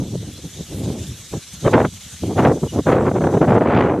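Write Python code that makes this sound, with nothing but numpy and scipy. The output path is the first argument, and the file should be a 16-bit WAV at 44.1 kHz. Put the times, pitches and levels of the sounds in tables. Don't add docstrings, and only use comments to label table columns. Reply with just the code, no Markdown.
import sys
import numpy as np
from scipy import signal
from scipy.fft import rfft, irfft
from scipy.io import wavfile
from scipy.ndimage import uniform_filter1d, minimum_filter1d

SR = 44100
rng = np.random.default_rng(int(sys.argv[2]) if len(sys.argv) > 2 else 0)


def waveform_to_disk(signal):
    frames = np.transpose(np.atleast_2d(signal))
    scaled = np.clip(frames, -1, 1) * 32767
    samples = np.round(scaled).astype(np.int16)
    wavfile.write(sys.argv[1], SR, samples)


N = 176400
TIME_S = np.arange(N) / SR
BIN_HZ = np.fft.rfftfreq(N, 1 / SR)


def amp(db):
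    return 10 ** (np.asarray(db) / 20)


def unit_rms(x):
    return x / np.sqrt(np.mean(x ** 2) + 1e-20)


def smooth(x, samples):
    return uniform_filter1d(uniform_filter1d(x, samples), samples)


def curve(rows):
    return smooth(np.interp(TIME_S, *np.transpose(rows)), 160)


def at_hz(rows, hz):
    row_hz, values = np.transpose(rows)
    return np.interp(np.log(hz + 1), np.log(row_hz + 1), values)


def wobble(low_hz, high_hz):
    in_band = (BIN_HZ > low_hz) & (BIN_HZ < high_hz)
    return unit_rms(irfft(rfft(rng.standard_normal(N)) * in_band, N))


def steadied(x, span_s):
    power = smooth(x ** 2, int(span_s * SR))
    return x / np.sqrt(abs(power) + 1e-12)


def turbulence(air, spectra, force_db, light_db=-32, hard_db=-14):
    hardness = np.clip((force_db - light_db) / (hard_db - light_db), -.3, 1.6)
    spectra, centres_hz = np.array(spectra), np.geomspace(20, 10240, 19)
    air_spectrum, out = rfft(air), np.zeros(N)
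    for hz in centres_hz:
        triangle = at_hz(np.c_[centres_hz, centres_hz == hz], BIN_HZ)
        band = irfft(air_spectrum * triangle, N)
        light, hard = at_hz(spectra[:, [0, 1]], hz), at_hz(spectra[:, [0, 2]], hz)
        out += band * amp(light + hardness * (hard - light))
    return out


# frequency in Hz, relative density in dB in light wind, in hard wind.
RUMBLE_SPECTRA = [(20, -50, -52), (46, -14.5, -17), (71, 0, -8.5), (113, -1.5, 5.5), (170, -2, 1.5),
                  (249, -10.5, -3.5), (392, -30.5, -7.5), (900, -46.5, -77)]
# time in seconds, relative level in dB.
RUMBLE_LEVELS = [(0.0, -18), (0.098, -30.5), (0.132, -20.5), (0.414, -41), (0.45, -27), (0.525, -44),
                 (0.6, -27), (0.672, -44), (0.712, -27.5), (0.905, -20), (0.958, -36), (1.024, -23.5),
                 (1.056, -33), (1.114, -24.5), (1.166, -41), (1.21, -38), (1.288, -55), (1.322, -30.5),
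                 (1.374, -20.5), (1.416, -57), (1.506, -51), (1.542, -33), (1.6, -41), (1.622, -28.5),
                 (1.668, -13), (1.706, -27), (1.756, -7), (1.79, -21.5), (1.856, -15.5), (1.908, -38),
                 (1.934, -31), (2.024, -52), (2.066, -34), (2.104, -58), (2.132, -35.5), (2.198, -44),
                 (2.23, -19.5), (2.316, -25.5), (2.338, -28), (2.392, -14), (2.42, -20), (2.466, -8),
                 (2.608, -40), (2.636, -15), (2.696, -36), (2.794, -15), (2.845, -40), (2.868, -15),
                 (2.968, -21), (2.994, -18.5), (3.016, -22), (3.08, -17), (3.106, -24), (3.276, -15.5),
                 (3.304, -23.5), (3.374, -13.5), (3.394, -31), (3.412, -8), (3.452, -30), (3.484, -11.5),
                 (3.576, -15.5), (3.596, -24), (3.73, -21), (3.756, -14), (3.944, -25.5), (4.0, -26.5)]

def rumble(gain_db=-2, floor_db=-55):
    level_db = curve(RUMBLE_LEVELS)
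    thuds = turbulence(rng.standard_normal(N), RUMBLE_SPECTRA, level_db)
    return steadied(thuds, span_s=0.066) * np.hypot(amp(gain_db + level_db), amp(floor_db))


# frequency in Hz, relative density in dB in light wind, in hard wind.
FLUTTER_SPECTRA = [(80, -26, -43), (180, -1, -0.5), (304, 2, 1), (416, -1.5, 2), (620, -10, -2.5),
                   (814, -17, -6.5), (1153, -27, -13), (1990, -44, -24), (3020, -59, -36.5),
                   (4750, -95, -57.5), (9000, -90, -85)]
# time in seconds, relative level in dB.
FLUTTER_LEVELS = [(0, -25.5), (.11, -42), (.155, -25), (.18, -61), (.23, -32.5), (.258, -45.5), (.29, -32),
                  (.324, -51), (.392, -43.5), (.425, -54), (.446, -34.5), (.512, -59.5), (.61, -31.5),
                  (.654, -69), (.722, -28), (.76, -38), (.81, -29.5), (.845, -31), (.895, -25),
                  (.935, -31.5), (.955, -28.5), (1.12, -52.5), (1.305, -60), (1.336, -23.5), (1.372, -36),
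                  (1.42, -63), (1.6, -56), (1.652, -19), (1.671, -13.5), (1.694, -18), (1.712, -26),
                  (1.738, -10), (1.76, -11), (1.77, -12.5), (1.802, -15.5), (1.815, -16.5), (1.843, -21.5),
                  (1.853, -16.5), (1.916, -66), (2.208, -74), (2.236, -19), (2.264, -33), (2.308, -18),
                  (2.345, -35), (2.392, -11.5), (2.415, -17), (2.462, -11), (2.497, -16), (2.515, -12.5),
                  (2.556, -27.5), (2.574, -21), (2.608, -42), (2.638, -17), (2.658, -29), (2.672, -23.5),
                  (2.705, -75), (2.725, -28.5), (2.8, -16.5), (2.825, -61), (2.852, -42), (2.868, -13.5),
                  (2.906, -15), (2.988, -16.5), (3.05, -19.5), (3.072, -15.5), (3.092, -16.5), (3.102, -27),
                  (3.116, -20), (3.13, -28.5), (3.166, -15.5), (3.186, -20.5), (3.197, -29), (3.222, -14),
                  (3.232, -24.5), (3.244, -14), (3.26, -20.5), (3.277, -16), (3.286, -21), (3.335, -20.5),
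                  (3.343, -13.5), (3.36, -20.5), (3.376, -17), (3.4, -28.5), (3.42, -13), (3.446, -15),
                  (3.464, -23.5), (3.48, -15.5), (3.58, -13), (3.595, -21.5), (3.62, -15), (3.645, -19.5),
                  (3.668, -16.5), (3.8, -16), (3.9, -17.5), (4, -21.5)]
# time in seconds, extra force in dB.
FLUTTER_BRIGHTNESS = [(0, -6), (.9, -5), (1.35, 1), (1.66, 3), (1.725, -1), (1.742, 8.5), (1.768, -2),
                      (1.795, 4.5), (1.82, 2), (1.853, 8.5), (2.235, -26), (2.35, -3), (2.395, 6.5),
                      (2.415, -2), (2.444, 3), (2.455, 9), (2.465, -0.5), (2.485, 1), (2.52, -10.5),
                      (2.79, -4.5), (2.89, 3.5), (2.93, 8), (2.96, 3), (3.12, 0), (3.43, 0), (3.62, 2.5),
                      (3.78, 10.5), (4, -1.5)]

def flutter(gain_db=0.49, lump_db=2.0, jitter_db=1.5):
    level_db = curve(FLUTTER_LEVELS) + jitter_db * wobble(19, 90)
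    air = rng.standard_normal(N) * amp(lump_db * wobble(40, 300))
    tearing = turbulence(air, FLUTTER_SPECTRA, level_db + curve(FLUTTER_BRIGHTNESS))
    return steadied(tearing, span_s=0.047) * amp(gain_db + level_db)


# frequency in Hz, relative density in dB.
GRASS_SPECTRUM = [(100, -22), (500, -9), (1000, -11), (1600, -7), (2500, -5), (3100, -1.5), (3600, 1),
                  (4050, -1), (4500, -5), (5200, -5.5), (5650, -3), (6200, 1), (6800, -1.5), (7400, -3.5),
                  (8400, -5), (10000, -10.5), (13000, -13)]
# time in seconds, relative level in dB.
GRASS_LEVELS = [(0, -46), (.78, -43), (1.55, -43.2), (1.71, -42), (1.75, -46.5), (1.98, -43), (2.15, -42.5),
                (2.37, -43.5), (2.5, -47), (2.65, -44.5), (2.89, -44.5), (2.98, -52), (3.24, -48),
                (3.5, -50), (3.68, -56.5), (4, -58)]

def grass_hiss(gain_db=2.5, patch_db=2.0, flicker_db=0.88):
    hz, _, frames = signal.stft(rng.standard_normal((2, N)), SR, nperseg=512, noverlap=384)
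    patches = uniform_filter1d(rng.standard_normal(frames.shape[1:]), size=6, axis=0)
    patches = unit_rms(uniform_filter1d(patches, size=20, axis=1))
    colour = amp(at_hz(GRASS_SPECTRUM, hz)[:, None] + patch_db * patches)
    hiss = signal.istft(frames * colour, SR, nperseg=512, noverlap=384)[1][:, :N]
    return unit_rms(hiss) * amp(gain_db + curve(GRASS_LEVELS) + flicker_db * wobble(3.6, 28))


def stem_ticks(gain_db=-12, taps_per_s=430, size_db=4.0, decay_cycles=3.4):
    t, out = np.arange(400) / SR, np.zeros((2, N))
    pitches_hz = np.geomspace(3000, 12000, 24)
    for hz in pitches_hz:
        taps = rng.random((2, N)) < taps_per_s / len(pitches_hz) / SR
        strength = amp(size_db * np.minimum(rng.exponential(1, (2, N)), 4))
        ring = np.sin(2 * np.pi * hz * t) * np.exp(-t * hz / decay_cycles)
        out += signal.oaconvolve(taps * strength, ring[None], axes=1)[:, :N]
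    return unit_rms(out) * amp(gain_db + curve(GRASS_LEVELS))


# peak time in seconds, length in seconds, level in dB, centre in Hz,
# width (sigma) in octaves.
BLADE_BRUSHES = [(.345, .04, -46, 3420, .04), (0.533, .05, -53, 6540, 0.091),
                 (0.778, .09, -46, 10200, 0.41), (1.085, 0.021, -45, 8500, .45),
                 (1.37, 0.037, -43, 6760, 0.17), (1.539, 0.013, -40, 7500, .5),
                 (2.124, .07, -44, 7200, 0.27)]

def blade_brushes():
    out = np.zeros((2, N))
    for peak_s, length_s, db, centre_hz, width_oct in BLADE_BRUSHES:
        passband = np.exp(-.5 * (np.log2((BIN_HZ + 1) / centre_hz) / width_oct) ** 2)
        hiss = irfft(rfft(rng.standard_normal((2, N))) * passband, N)
        swell = np.exp(-2 * ((TIME_S - peak_s) / length_s) ** 2)
        out += amp(db) * swell * unit_rms(hiss)
    return out


# start in seconds, length in seconds, peak in dB, start and end pitch in Hz.
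FAR_CHIRPS = [(.345, .06, -43.5, 4130, 4090), (1.632, .058, -39, 3180, 3000),
              (2.673, .04, -38.5, 2990, 2840)]

def far_chirps():
    out = np.zeros(N)
    for start_s, length_s, db, from_hz, to_hz in FAR_CHIRPS:
        progress = np.clip((TIME_S - start_s) / length_s, 0, 1)
        pitch_hz = from_hz + (to_hz - from_hz) * progress
        out += amp(db) * np.sin(np.pi * progress) * np.sin(2 * np.pi * np.cumsum(pitch_hz) / SR)
    return out


# centre time in seconds, level in dB before the limiter.
EDDY_SLAPS = [(2.892, -0.5), (2.933, -6), (2.963, -4), (2.991, -8.5), (3.375, -3), (3.416, -10), (3.574, 2),
              (3.619, -3.5), (3.783, -1.5)]

def eddy_slaps(swing_hz=380, skew=0.92):
    out = np.zeros(N)
    for centre_s, db in EDDY_SLAPS:
        stretch = rng.uniform(.8, 1.2)
        phase = np.pi * swing_hz * (TIME_S - centre_s) / stretch
        out += amp(db) * (1 - 2 * phase ** 2 + skew * phase) * np.exp(-phase ** 2)
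    return out


# frequency in Hz, left-right correlation from 0 to 1.
GRASS_CORRELATION = [(4050, 1), (4300, .4), (8000, .35), (13000, .33)]

def spread(pair):
    correlation = np.clip(at_hz(GRASS_CORRELATION, BIN_HZ), 0, 1)
    side_gain = np.sqrt((1 - correlation) / (1 + correlation))
    mid, side = pair[0], irfft(rfft(pair[1]) * side_gain, N)
    return np.array([mid + side, mid - side])


def scene():
    wind = rumble() + flutter()
    grass = spread(grass_hiss() + stem_ticks() + blade_brushes())
    return wind + grass + far_chirps() + eddy_slaps()


def record(dry, ceiling=0.91, cutoff_hz=13050):
    needed_gain = np.minimum(1, ceiling / (abs(dry).max(0) + 1e-9))
    gain = smooth(minimum_filter1d(needed_gain, size=400), 200)
    lowpass = signal.firwin(801, cutoff_hz, window=("kaiser", 9), fs=SR)
    return signal.oaconvolve(dry * gain, lowpass[None], "same")


dry = scene()
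out = record(dry)
waveform_to_disk(out)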